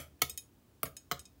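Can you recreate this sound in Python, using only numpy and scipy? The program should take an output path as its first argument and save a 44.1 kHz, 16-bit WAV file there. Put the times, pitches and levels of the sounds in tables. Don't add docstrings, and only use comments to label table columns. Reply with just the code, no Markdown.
import sys
import numpy as np
from scipy import signal
from scipy.fft import rfft, irfft, next_fast_len
from scipy.io import wavfile
from scipy.ndimage import map_coordinates

SR = 44100
rng = np.random.default_rng(int(sys.argv[2]) if len(sys.argv) > 2 else 0)


def bounce(signal):
    frames = np.transpose(np.atleast_2d(signal))
    limited = np.clip(frames, -1, 1)
    pcm = np.round(limited * 32767).astype(np.int16)
    wavfile.write(sys.argv[1], SR, pcm)


def ratio(d):
    e = np.asarray(d, float) / 20
    return 10 ** e


N = 61739
LEAD_IN = 4096

# frequency in Hz, level in dB per Hz.
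FLOOR = [(30, -23.5), (55, -1), (90, 1), (161, -8), (273, -6.5), (470, -16.5), (2000, -29), (13000, -34.5),
         (15500, -26.5)]
FLOOR_DB, HUM_SWING_DB = -64, 1.2

# frequency in Hz, time to fall 60 dB in seconds.
ROOM_DECAY = [(100, 0.9), (600, 0.25), (2000, 0.23), (6000, 0.21), (15000, 0.17)]
KNOCK_ROOM_DB, CRACK_ROOM_DB, CLICK_ROOM_DB, ROOM_DELAY_S = -11, -7, -7, 0.002
EARLY_DB, EARLY_T60 = 3.5, 0.033

# start in seconds, level in dB, loss above the middle in dB per octave,
# loss below it in dB per octave, lift of even over odd high modes in dB.
CLICKS = [
    (0.2963, -40, -4, -0.8, 4.5),
    (0.3755, -40, -5, -3.3, -1.5),
    (0.856, -48.5, -1, 1, -0.5),
    (0.9665, -44, 3.5, -2, -0.5),
    (1.1933, -47, 3, -1.5, 1),
    (1.2539, -49, 16, 1, 1.5),
    (0.1931, -80.5, -11, -15.3, 0.5),
]
BAR_HZ = [1670, 2510, 3090, 3770, 5165, 6685, 8340, 10270, 12280, 14450]
# level in dB, time to fall 60 dB in seconds.
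BAR_RING = [(-16.5, 0.017), (-14, .08), (-16, 0.051), (-11.5, 0.097), (-7.5, 0.079), (-0.5, 0.067),
            (-1.5, 0.04), (-4.5, 0.065), (-7, 0.032), (-5, 0.017)]
BAR_RISE_S = 0.0006
TWIN_PITCH, TWIN_DB = 0.98, -12.5
TICK_DB, TICK_T60 = 8.5, 0.032

# start in seconds, knock level in dB, crack level in dB,
# table thud level in dB. The same columns hold for every tap and for the rebound.
JUST_PASSED_TAP = [
    (-.02, -16, -9, -40.5),
]
FIRST_TAP = [
    (.2184, -20.5, -12.5, -44.5),
    (.2207, -32, -9, -48.5),
    (.2214, -29.5, -13, -46),
    (.2226, -30.5, -17.5, -61),
    (.2278, -50.5, -38, -48.5),
]
SECOND_TAP = [
    (.8316, -25.5, -16, -42),
    (.8341, -37, -25, -69),
    (.8385, -41, -39, -65.5),
]
REBOUND = [
    (.8546, -45.5, -38, -71),
    (.8600, -47.5, -43, -63),
    (.8650, -50, -41, -47.5),
    (.8667, -62, -50, -51),
    (.8720, -58, -56, -61),
]
THIRD_TAP = [
    (1.1138, -24, -18.5, -42.5),
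    (1.1193, -31, -17, -47.5),
    (1.1264, -33, -45, -51.5),
]

# frequency in Hz, level in dB, time to fall 60 dB in seconds.
JUST_PASSED_BODY = [(296, -16, .05), (640, -10.5, .03), (1250, -9, 0.031), (2210, -10.5, 0.029),
                    (3350, -22.5, 0.023), (6000, -13.5, 0.025)]
FIRST_BODY = [(472, -10.5, 0.032), (754, -7, 0.022), (1008, -11.5, 0.023), (1276, -7, 0.05),
              (1965, -6, 0.033), (2194, -4, 0.047), (3207, -3.5, 0.035), (4410, -2, 0.013),
              (4370, -6, 0.018), (5750, -5, .016), (6570, -5, 0.025), (8870, -11.5, 0.01),
              (11580, -2.5, 0.01), (14870, -4.5, .02)]
SECOND_BODY = [(435, -10.5, 0.049), (642, -5, 0.091), (1250, 5, 0.015), (1318, -17, 0.049),
               (2160, -8.5, 0.028), (3200, -35, 0.016), (8640, -15, 0.048), (10450, -14, 0.045),
               (12420, -12.5, 0.091), (13700, -11, .03), (14600, -15, 0.026)]
REBOUND_BODY = [(670, 2, 0.026), (1110, 3.5, 0.026), (1630, -9.5, 0.084), (1930, 7, 0.013),
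                (2190, 1.5, 0.023), (3120, -1, .02)]
THIRD_BODY = [(455, -14, 0.11), (706, -5, 0.03), (1140, -15, 0.019), (1225, 4.5, 0.017), (1370, -5.5, .03),
              (2043, -9, 0.029), (2560, -33, 0.033), (3100, -14, 0.019), (4430, -40, .015),
              (7140, -17, 0.033), (14680, -18, .02)]
KNOCK_RISE_S, KNOCK_LOW_HZ = 0.00065, 324

# frequency in Hz, level in dB per Hz.
FIRST_CRACK = [(600, -10.5), (1500, -5), (4000, -2), (8000, -3.5), (12000, -4), (16000, -2.5)]
SECOND_CRACK = [(300, -7), (1500, -15.5), (4000, -3), (7000, -12.5), (11000, 1.5), (16000, 4)]
REBOUND_CRACK = [(300, -21), (2000, 8.5), (5000, 3.5), (7000, -24), (16000, -32)]
THIRD_CRACK = [(300, -3.5), (1500, 2), (4000, 3), (8000, -4.5), (10500, -10.5), (14500, -7.5), (16000, 4)]
CRACK_T60 = 0.0051
SPIKE_DB = 4.5

# frequency in Hz, level in dB, time to fall 60 dB in seconds.
TABLE_SHAKE = [(75.7, -6.5, 0.53), (94, -12.5, 0.076), (137.2, 2, .16), (159, 5.5, 0.074),
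               (230.1, -3.5, 0.072), (266.5, 2, 0.099), (489, -7.5, .15), (558, -9.5, .2)]
THUD_RISE_CYCLES = 0.96

ROUGH, ROUGH_FULL_HZ, ROUGH_PER_S = 0.45, 4000, 350
NOTCH_HZ, NOTCH_WIDE_HZ = 3695, 483

# frequency in Hz, level in dB.
PHONE_TOP = [(15750, 0), (16000, -24), (17050, -34), (17200, -80)]
LIFT_HZ, LIFT_WIDE_HZ, LIFT_GAIN = 3100, 50, 0.25
LOW_CUT_HZ = 40


def along(points, hz):
    f, v = np.transpose(points)
    return np.interp(np.log(hz + 1), np.log(f + 1), v)


def filtered(x, response):
    m = 2 * next_fast_len(x.shape[-1] // 2 + 4096)
    spectrum = rfft(x, m) * response(np.fft.rfftfreq(m, 1 / SR))
    return irfft(spectrum, m)[..., :x.shape[-1]]


def causal(points):
    def response(hz):
        c = irfft(np.log(ratio(along(points, hz))))
        c[1:len(c) // 2] *= 2
        c[len(c) // 2 + 1:] = 0
        return np.exp(rfft(c))
    return response


def low_cut(x, hz):
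    return signal.sosfilt(signal.butter(4, hz, "high", fs=SR, output="sos"), x)


def add(track, s, sound):
    part = track[LEAD_IN + round(s * SR):][:len(sound)]
    part += sound[:len(part)]


def ring(modes, rise, t):
    hz, db, t60 = np.transpose(modes)[:, :, None]
    knots = rng.standard_normal((2, len(hz), int(t[-1] * ROUGH_PER_S) + 3))
    wander = np.apply_along_axis(lambda k: np.interp(t * ROUGH_PER_S, np.arange(len(k)), k), 2, knots)
    u, v = ROUGH * np.minimum(hz / ROUGH_FULL_HZ, 1) * wander
    wave = (1 + u) * np.sin(2 * np.pi * hz * t) + v * np.cos(2 * np.pi * hz * t)
    swell = 1 - np.exp(-t / rise)
    return (ratio(db - 60 * t / t60) * wave * swell).sum(0)


def floor():
    noise = filtered(rng.standard_normal(N), lambda hz: ratio(along(FLOOR, hz)) * (hz > 20))
    rumble = filtered(noise, lambda hz: 1 / (1 + (hz / 400) ** 2))
    swing = map_coordinates(rng.standard_normal(40), [np.arange(N) * 12 / SR])
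    swelling = rumble * (ratio(HUM_SWING_DB * swing) - 1)
    return ratio(FLOOR_DB) * (noise + swelling) / noise.std()


def room(x):
    hz, t, z = signal.stft(rng.standard_normal(SR // 2), SR, nperseg=256)
    fade = ratio(-60 * t / along(ROOM_DECAY, hz)[:, None])
    tail = signal.istft(z * fade, SR, nperseg=256)[1]
    tail = tail * (1 + ratio(EARLY_DB - 60 * np.arange(len(tail)) / SR / EARLY_T60))
    delayed = np.pad(x, (round(ROOM_DELAY_S * SR), 0))
    return signal.fftconvolve(delayed, tail / np.linalg.norm(tail))[:len(x)]


def clicks():
    out = np.zeros(N + LEAD_IN)
    t = np.arange(SR // 4) / SR
    hz = np.array(BAR_HZ)
    level, t60 = np.transpose(BAR_RING)
    octave = np.log2(hz / hz[5])
    even_odd = (-1) ** np.arange(len(hz)) * (octave >= 0)
    for s, db, high_db, low_db, even_db in CLICKS:
        slope = level - np.where(octave > 0, high_db, -low_db) * octave
        colour = slope + even_db * even_odd
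        touch = filtered(rng.standard_normal(len(t)), causal(np.c_[[600, *hz], [-45, *slope]]))
        tick = ratio(TICK_DB - 60 * t / TICK_T60) * touch
        stick = ring(np.c_[hz, colour, t60], BAR_RISE_S, t)
        twin = ring(np.c_[hz * TWIN_PITCH, colour + TWIN_DB, t60], BAR_RISE_S, t)
        click = np.zeros_like(out)
        add(click, s, ratio(db) * (stick + twin + tick))
        out += click + ratio(CLICK_ROOM_DB) * room(click)
    return out


def table_thud(t):
    hz, level, t60 = np.transpose(TABLE_SHAKE)[:, :, None]
    swell = 1 - np.exp(-(t * hz / THUD_RISE_CYCLES) ** 2)
    return (ratio(level - 60 * t / t60) * np.sin(2 * np.pi * hz * t) * swell).sum(0)


def tip_crack(t):
    crackle = rng.standard_normal(len(t) - 2)
    return ratio(-60 * t / CRACK_T60) * np.r_[-ratio(SPIKE_DB), ratio(SPIKE_DB) / 2, crackle]


def direct_dip(hz):
    width = 1j * hz * NOTCH_WIDE_HZ
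    return 1 - width / (NOTCH_HZ ** 2 - hz ** 2 + width)


def tap(contacts, body, crack_colour):
    knock, crack, thud = np.zeros((3, N + LEAD_IN))
    t = np.arange(SR // 3) / SR
    shake = table_thud(t)
    for s, knock_db, crack_db, thud_db in contacts:
        add(knock, s, ratio(knock_db) * ring(body, KNOCK_RISE_S, t[:SR // 8]))
        add(crack, s, ratio(crack_db) * tip_crack(t))
        add(thud, s, ratio(thud_db) * shake)
    knock = low_cut(knock, KNOCK_LOW_HZ)
    crack = low_cut(filtered(crack, causal(crack_colour)), KNOCK_LOW_HZ)
    direct = filtered(knock + crack, direct_dip)
    return direct + thud + room(ratio(KNOCK_ROOM_DB) * knock + ratio(CRACK_ROOM_DB) * crack)


def scene():
    taps = tap(JUST_PASSED_TAP, JUST_PASSED_BODY, FIRST_CRACK)
    taps += tap(FIRST_TAP, FIRST_BODY, FIRST_CRACK)
    taps += tap(SECOND_TAP, SECOND_BODY, SECOND_CRACK)
    taps += tap(REBOUND, REBOUND_BODY, REBOUND_CRACK)
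    taps += tap(THIRD_TAP, THIRD_BODY, THIRD_CRACK)
    return (taps + clicks())[None, LEAD_IN:] + floor()


def roll_off(x):
    return signal.sosfilt(signal.butter(12, 17140, fs=SR, output="sos"), x)


def record(dry):
    def phone(hz):
        lift = 1 + LIFT_GAIN / (1 + ((hz - LIFT_HZ) / LIFT_WIDE_HZ) ** 2)
        return lift * causal(PHONE_TOP)(hz)
    mix = filtered(low_cut(dry, LOW_CUT_HZ), phone)
    return roll_off(mix)


dry = scene()
out = record(dry)
bounce(out)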